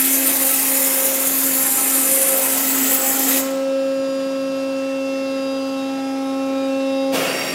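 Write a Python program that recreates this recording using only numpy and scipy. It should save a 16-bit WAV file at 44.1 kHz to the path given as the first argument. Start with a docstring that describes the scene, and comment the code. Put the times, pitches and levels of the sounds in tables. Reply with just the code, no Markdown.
"""Waterjet in a workshop

At the cutting table a jet tears through sheet metal with a loud, fluttering hiss, over the hum of a
nine-piston pump. The jet shuts off and rings out in the room; the pump hums on while the microphone
is carried through its standing waves. Near the end the jet reopens with a lower roar and a hand
cups the microphone."""
import sys
import numpy as np
from scipy import signal
from scipy.fft import rfft, irfft
from scipy.io import wavfile
from scipy.ndimage import uniform_filter1d

SR = 44100
rng = np.random.default_rng(int(sys.argv[2]) if len(sys.argv) > 2 else 0)


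def wrap_up_sound(samples):
    """Save the sound to the file named by the first command line argument, as 16-bit audio."""
    columns = np.atleast_2d(samples).T
    # keep every value between -1 and 1, then stretch to whole-number steps
    tamed = np.clip(columns, -1, 1)
    steps = np.round(tamed * 32767).astype(np.int16)
    wavfile.write(sys.argv[1], SR, steps)


N = 332514
TIME, FRAME_S = np.arange(N) / SR, np.arange(N // 256 + 5) * 256 / SR
BIN_HZ, FINE_HZ = np.fft.rfftfreq(1024, 1 / SR), np.fft.rfftfreq(N, 1 / SR)
SHUT_S, OPEN_S = 3.38, 7.117  # the jet's valve
PISTONS, ROTOR_SLOTS = 9, 44


# The jet at the microphone, relative levels: (time [s], roar [dB], hiss [dB], sizzle [dB])
JET_LEVELS = [(0.0, -28, -25.5, -17), (0.1, -29.5, -25.5, -19), (0.34, -29, -28.5, -17.5),
              (1.14, -31, -27, -19), (2.21, -30.5, -25.5, -16), (2.38, -31, -28.5, -18),
              (2.86, -29.5, -25, -24), (2.95, -28.5, -25.5, -17.5), (2.97, -32, -24, -22.5),
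              (3.36, -27, -24.5, -21)]
# Spectrum of the jet at the cut: (frequency [Hz], relative level [dB])
JET_SPECTRUM = [(900, -36), (1500, -11.5), (2000, -9), (2350, -12.5), (2700, -11), (3600, -14), (5200, -13),
                (5900, -11.5), (7100, 0), (8300, -0.5), (9200, 0.5), (11000, 1.5), (12300, 3.5),
                (14000, 1.5), (15800, 0)]
# Resonances of the sheet and the slats under it: (frequency [Hz], width [Hz], lift [dB])
SHEET_MODES = [(2100, 230, 2.5), (2573, 94, 7), (3140, 85, 1.5), (3820, 120, 2.5), (6230, 320, 2),
               (12250, 500, 0.5)]

def cutting_jet():
    """The jet tears through the kerf, fluttering and surging as abrasive and spray come unevenly."""
    roar_db, hiss_db, sizzle_db = follow(JET_LEVELS)
    resonance_db = kerf_colour() + lift(SHEET_MODES, BIN_HZ)
    noise = turbulence(JET_SPECTRUM, eddy_db=1.2, ripple_db=2.0, extra_db=resonance_db)
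    flutter = wander(rate_hz=57.3, slowest_hz=15)
    surge = wander(rate_hz=9.2, slowest_hz=3.8)
    flicker = wander(rate_hz=15, slowest_hz=6.6)
    roar = band(noise, 1550, 5990) * gain_of(roar_db + 0.5 * flutter + 0.12 * surge)
    hiss_db = hiss_db + 0.22 * flutter + 0.5 * surge + 0.75 * flicker - 1.05
    hiss = band(noise, 6260, 8540) * gain_of(hiss_db)
    sizzle = band(noise, 8930, 15000) * gain_of(sizzle_db + 0.98 * flutter + 0.96 * surge)
    # the direct sound stops quickly; the room's share lingers, the treble least
    direct = (roar + hiss + sizzle) * ring_out(t60=0.12)
    room = roar * ring_out(t60=1.0) + hiss * ring_out(t60=0.84) + sizzle * ring_out(t60=0.49)
    return 0.52 * direct + 0.57 * room


# Stretches of the cut: (start [s], hollow tone [Hz], tone gain [dB], dip gain [dB], fizz gain [dB])
KERF_STRETCHES = [(0, 9630, 5, -1, 1.5), (.93, 7800, -2, -7, 1), (1.65, 9040, 6, 2, -5),
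                  (2.35, 7900, -1, 2, 1.5), (2.62, 7900, 4.5, -12, 7.5)]

def kerf_colour():
    """The slot under the jet rings hollow and cancels just above that tone: dB by frame and bin."""
    colours = []
    for _, hz, tone_db, dip_db, fizz_db in KERF_STRETCHES:
        modes = [(hz, 230, tone_db), (hz * 1.072, 330, dip_db), (15200, 2700, fizz_db)]
        colours.append(lift(modes, BIN_HZ))
    stretch = np.searchsorted([row[0] for row in KERF_STRETCHES[1:]], FRAME_S)
    return uniform_filter1d(np.array(colours)[stretch], size=9, axis=0)


# Spectrum of the reopened jet: (frequency [Hz], relative level [dB])
BLAST_SPECTRUM = [(30, -42), (100, -34), (135, -33), (175, -2), (330, -3.5), (600, 3.5), (1000, -5.5),
                  (1350, -4.5), (2000, -12), (3300, -10), (4000, -14.5), (6000, -16.5), (9000, -18),
                  (12500, -19), (15800, -21)]
# Hollow of the hand, right at the microphone: (frequency [Hz], width [Hz], lift [dB])
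HAND_MODES = [(2730, 510, 11.5), (4660, 140, 18.5), (5550, 170, 16), (7520, 250, 13), (9100, 260, 8),
              (10600, 230, 3.5), (11300, 220, 2), (12250, 240, 2.5)]

def reopening_jet(attack_s=0.037, cup_s=7.15, closing_s=0.2, thump_t60=0.17):
    """The valve opens with a thump and a rush of spray; a hand closes round the microphone and rings."""
    age = np.maximum(TIME - OPEN_S, 0)
    noise = turbulence(BLAST_SPECTRUM, eddy_db=0.4, ripple_db=3.0)
    cupped = np.clip((TIME - cup_s) / closing_s, 0, 1)
    hollow = irfft(rfft(noise) * gain_of(lift(HAND_MODES, FINE_HZ)), N)
    rush = band(noise, 20, 2300) * gain_of(-20 - 22 * age)
    spray = (1 - cupped) * band(noise, 2300, 16500) + cupped * band(hollow, 1720, 16500)
    spray *= gain_of(-24 - 7 * age)
    thump = band(rng.standard_normal(N), 20, 220) * gain_of(-37 - 60 * age / thump_t60)
    return (rush + spray + thump) * np.minimum(age / attack_s, 1)


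# The pump's stroke rate, a little lower under load: (time [s], rate [Hz])
STROKE_RATE = [(0, 268.2), (3.35, 268.5), (3.6, 269.5), (7.1, 269.55), (7.54, 268.3)]
# The motor's slot whistle at the microphone: (time [s], level [dB])
WHISTLE_LEVEL = [(3.3, -45), (3.5, -42), (5.8, -42.5), (6.6, -39.5), (6.9, -47.5)]

def pump():
    """Pistons, shaft and the motor's singing rotor slots share one speed, which wavers under load."""
    stroke_hz, = follow(STROKE_RATE)
    loaded = 1 - during(SHUT_S, OPEN_S, TIME)
    waver_hz = (0.089 + 0.824 * loaded) * wander(rate_hz=9.2)
    angle = 2 * np.pi * np.cumsum(stroke_hz + waver_hz) / SR
    whistle_db = follow(WHISTLE_LEVEL)[0] + (0.77 + 4.3 * loaded) * wander(rate_hz=11)
    whistle = gain_of(whistle_db) * np.sin(ROTOR_SLOTS * angle / PISTONS)
    return np.sqrt(2) * (piston_tones(angle, loaded) + shaft_tones(angle / PISTONS) + whistle)


# Stroke tone, octave and third harmonic along the microphone's path: (time [s], base level [dB])
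HUM_LEVEL = [(0.0, -26.5), (0.2, -26), (0.49, -32), (0.83, -28.5), (1.01, -35), (1.5, -27), (1.74, -35.5),
             (1.98, -27.5), (2.25, -37), (2.83, -23.5), (3.0, -31.5), (3.28, -24), (3.54, -27), (5.34, -26),
             (6.43, -23), (7.1, -23)]
OCTAVE_LEVEL = [(0.0, -50.5), (0.22, -31), (0.39, -34), (0.47, -26), (0.63, -48), (0.73, -29),
                (1.18, -27.5), (1.38, -40), (1.48, -31.5), (1.84, -41), (2.19, -24), (2.41, -24),
                (2.67, -41.5), (3.06, -26), (3.12, -39), (3.54, -23), (3.76, -19.5), (4.27, -24),
                (5.52, -25), (6.05, -32.5), (6.62, -24), (7.1, -21.5)]
THIRD_LEVEL = [(0.0, -45), (0.41, -47), (0.43, -33.5), (1.52, -50), (1.72, -33.5), (2.81, -49), (3.04, -31),
               (4.01, -54.5), (5.54, -42.5), (6.07, -34), (6.84, -38), (7.1, -33)]
# The four whining upper tones: (harmonic [number])
WHINE_ORDERS = [4, 10, 14, 18]
# Those tones along the same path: (time [s], base level of each of the four [dB])
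WHINE_LEVELS = [(3.55, -44, -50, -61, -65), (3.75, -53, -42.5, -59, -53), (4.13, -43.5, -45.5, -53, -44),
                (5.09, -46, -36.5, -59, -51.5), (5.51, -41, -40.5, -45, -40.5),
                (5.71, -42, -42, -67, -43.5), (5.79, -40, -39.5, -42, -49), (6.1, -55, -46.5, -65, -48),
                (6.28, -39, -51, -45, -63), (6.43, -40, -40, -51, -59), (6.66, -42, -51, -41.5, -44),
                (6.72, -42, -37.5, -49, -59), (7.02, -41, -39.5, -41, -42), (7.1, -41, -45, -48, -48)]
# The weaker pump harmonics: (frequency [Hz], base level [dB])
BUZZ_SPECTRUM = [(1350, -54), (1615, -52), (1890, -63), (2150, -53), (2430, -57), (3230, -55.5),
                 (3500, -55.5), (4050, -76), (4600, -62), (5100, -55), (5900, -64.5), (6450, -62.5),
                 (7600, -66), (11000, -79)]
# The microphone crosses the crest of a thin whine: (time [s], length [s], harmonic [number])
CRESTS = [(4.0, .6, 26), (5.45, .4, 22), (6.48, .47, 9)]

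def piston_tones(angle, loaded, walk_s=4.77, standing_db=4.5, crest_db=11):
    """Each stroke pushes oil: a buzz whose harmonics swell and fade in the room's standing waves."""
    curves = follow(HUM_LEVEL) + follow(OCTAVE_LEVEL) + follow(THIRD_LEVEL) + follow(WHINE_LEVELS)
    strong_db = dict(zip([1, 2, 3] + WHINE_ORDERS, curves))
    # the waves pass faster once the microphone is carried
    waves_per_s = np.interp(FRAME_S, [walk_s, walk_s + 0.34], [0.253, 1.26])
    walked = np.cumsum(waves_per_s) * FRAME_S[1]
    tones = np.zeros(N)
    for k in range(1, 42):
        phase, place, spacing = rng.random(3)
        if k in strong_db:
            db = strong_db[k]
            if k <= WHINE_ORDERS[0]:  # under load the low overtones waver and drop
                db = db + loaded * (k - 1) * (1.2 * wander(rate_hz=7.4, slowest_hz=3.8) - 1.4)
            db = np.interp(FRAME_S, TIME, db)
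        else:
            standing_wave = np.sin(2 * np.pi * (place + (0.5 + spacing) * walked))
            db = read(BUZZ_SPECTRUM, k * STROKE_RATE[0][1]) + standing_db * standing_wave
            for at, length, harmonic in CRESTS:
                if harmonic == k:
                    db += crest_db * during(at - length / 2, at + length / 2, FRAME_S, fade_s=0.2)
        # the hum recedes as the jet reopens, lowest tone first
        db -= 11.5 * np.clip((FRAME_S - OPEN_S) / (k * 0.12), 0, 1)
        tones += np.interp(TIME, FRAME_S, gain_of(db)) * np.sin(k * angle + 2 * np.pi * phase)
    return tones


# Side tones at multiples of the pump's shaft speed: (frequency [Hz], mean level [dB])
SHAFT_SPECTRUM = [(30, -77), (90, -86), (120, -61.5), (150, -66), (210, -64.5), (330, -59.5), (560, -64),
                  (700, -65), (1000, -65), (1300, -70.5), (1650, -64.5), (2600, -107)]

def shaft_tones(shaft_angle):
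    """Unequal pistons repeat one small pattern every turn: weak tones between the stroke harmonics."""
    orders = np.arange(1, 88)
    shaft_hz = STROKE_RATE[0][1] / PISTONS
    order_db = read(SHAFT_SPECTRUM, orders * shaft_hz) + 1.6 * rng.standard_normal(len(orders))
    phasors = gain_of(order_db) * (orders % PISTONS > 0) * np.exp(2j * np.pi * rng.random(len(orders)))
    turn = np.linspace(0, 2 * np.pi, 2048)
    pattern = (phasors @ np.exp(1j * np.outer(orders, turn))).real
    return np.interp(shaft_angle % (2 * np.pi), turn, pattern)


# Water churning in the tank below the cut: (time [s], relative level [dB])
CHURN_LEVEL = [(0.0, -42), (0.04, -47), (0.32, -38.5), (0.56, -43), (2.2, -40), (3.36, -39.5)]
# Spectrum of that water: (frequency [Hz], relative level [dB])
CHURN_SPECTRUM = [(40, -49), (100, -30), (180, -9), (300, 2.5), (450, -2), (700, 0), (1000, -3.5),
                  (1400, -4), (1900, -12), (3000, -30)]

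def tank():
    """The spent jet churns the water under the slats."""
    churn_db, = follow(CHURN_LEVEL)
    water = turbulence(CHURN_SPECTRUM, eddy_db=1.0, ripple_db=3.0)
    return water * gain_of(churn_db + 8.5) * ring_out(t60=0.99)


# Room tone of the workshop: (frequency [Hz], relative level [dB])
ROOM_SPECTRUM = [(25, -28), (70, -32), (92, -14), (115, -7.5), (150, -7), (180, 1), (300, 2.5), (600, 4),
                 (900, -2.5), (1300, -7.5), (2400, -7.5), (3700, -7), (5500, -9), (8000, -18),
                 (11000, -17.5), (15800, -29)]

def workshop(mains_hum_hz=120):
    """A steady wash of fans and draining water around the microphone, with a faint electrical hum."""
    mains = gain_of(-60.5 + 2 * wander(rate_hz=4.8)) * np.sin(2 * np.pi * mains_hum_hz * TIME)
    return turbulence(ROOM_SPECTRUM, eddy_db=1.2, ripple_db=2.5) * gain_of(-37.5) + mains


def turbulence(spectrum, eddy_db, ripple_db, extra_db=0):
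    """Noise with brief eddies and the narrow, slowly drifting ripple that nearby reflections give."""
    real, imaginary = rng.standard_normal((2, len(FRAME_S), len(BIN_HZ)))
    eddies = eddy_db * patches(frames=7, bins=24)
    ripple = ripple_db * patches(frames=70, bins=2)
    frames = (real + 1j * imaginary) * gain_of(read(spectrum, BIN_HZ) + extra_db + eddies + ripple)
    _, noise = signal.istft(frames.T, nperseg=1024, noverlap=768)
    return unit_rms(noise[:N])


def patches(frames, bins):
    """A smooth random field over time and frequency."""
    field = rng.standard_normal((len(FRAME_S), len(BIN_HZ)))
    return unit_rms(uniform_filter1d(uniform_filter1d(field, frames, axis=0), bins, axis=1))


def wander(rate_hz, slowest_hz=0):
    """Random drift of rms 1, with little above the given rate or below the slowest."""
    weight = FINE_HZ / (FINE_HZ + slowest_hz + 1e-9) / (1 + (FINE_HZ / rate_hz) ** 2)
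    return unit_rms(irfft(rfft(rng.standard_normal(N)) * weight, N))


def band(x, lo_hz, hi_hz):
    """One soft-edged band of a sound, at rms 1."""
    rolloff = np.sqrt((1 + (lo_hz / (FINE_HZ + 1)) ** 40) * (1 + (FINE_HZ / hi_hz) ** 40))
    return unit_rms(irfft(rfft(x) / rolloff, N))


def lift(modes, hz):
    """The dB that a set of resonances adds at each frequency."""
    return sum(db / (1 + (2 * (hz - centre) / width) ** 2) for centre, width, db in modes)


def ring_out(t60):
    """Full level until the valve shuts, then a fall of 60 dB every t60 seconds."""
    return gain_of(-60 * np.maximum(TIME - SHUT_S, 0) / t60)


def during(start, end, t, fade_s=0.15):
    """A soft-edged window over a stretch of time."""
    return np.clip(np.minimum(t - start, end - t) / fade_s + 0.5, 0, 1)


def read(spectrum, hz):
    """A spectrum table's dB at given frequencies, on a log-frequency axis."""
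    table_hz, db = np.transpose(spectrum)
    return np.interp(np.log(hz + 1), np.log(table_hz + 1), db)


def follow(rows):
    """The columns of a time table, one value per sample."""
    times, *columns = np.transpose(rows)
    return [np.interp(TIME, times, column) for column in columns]


def gain_of(db):
    """Decibels to gain."""
    return 10 ** (np.asarray(db) / 20)


def unit_rms(x):
    """Scales to rms 1."""
    return x / np.sqrt(np.mean(x ** 2) + 1e-20)


def scene():
    """All sources reach one microphone, heard alike on both channels."""
    mono = pump() + cutting_jet() + tank() + reopening_jet() + workshop()
    return np.array([mono, mono])


def record(dry):
    """The recorder cuts off the highest treble."""
    lowpass = signal.firwin(511, 15850, window=("kaiser", 9), fs=SR)
    return signal.oaconvolve(dry, lowpass[None], "same")


dry = scene()
out = record(dry)
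wrap_up_sound(out)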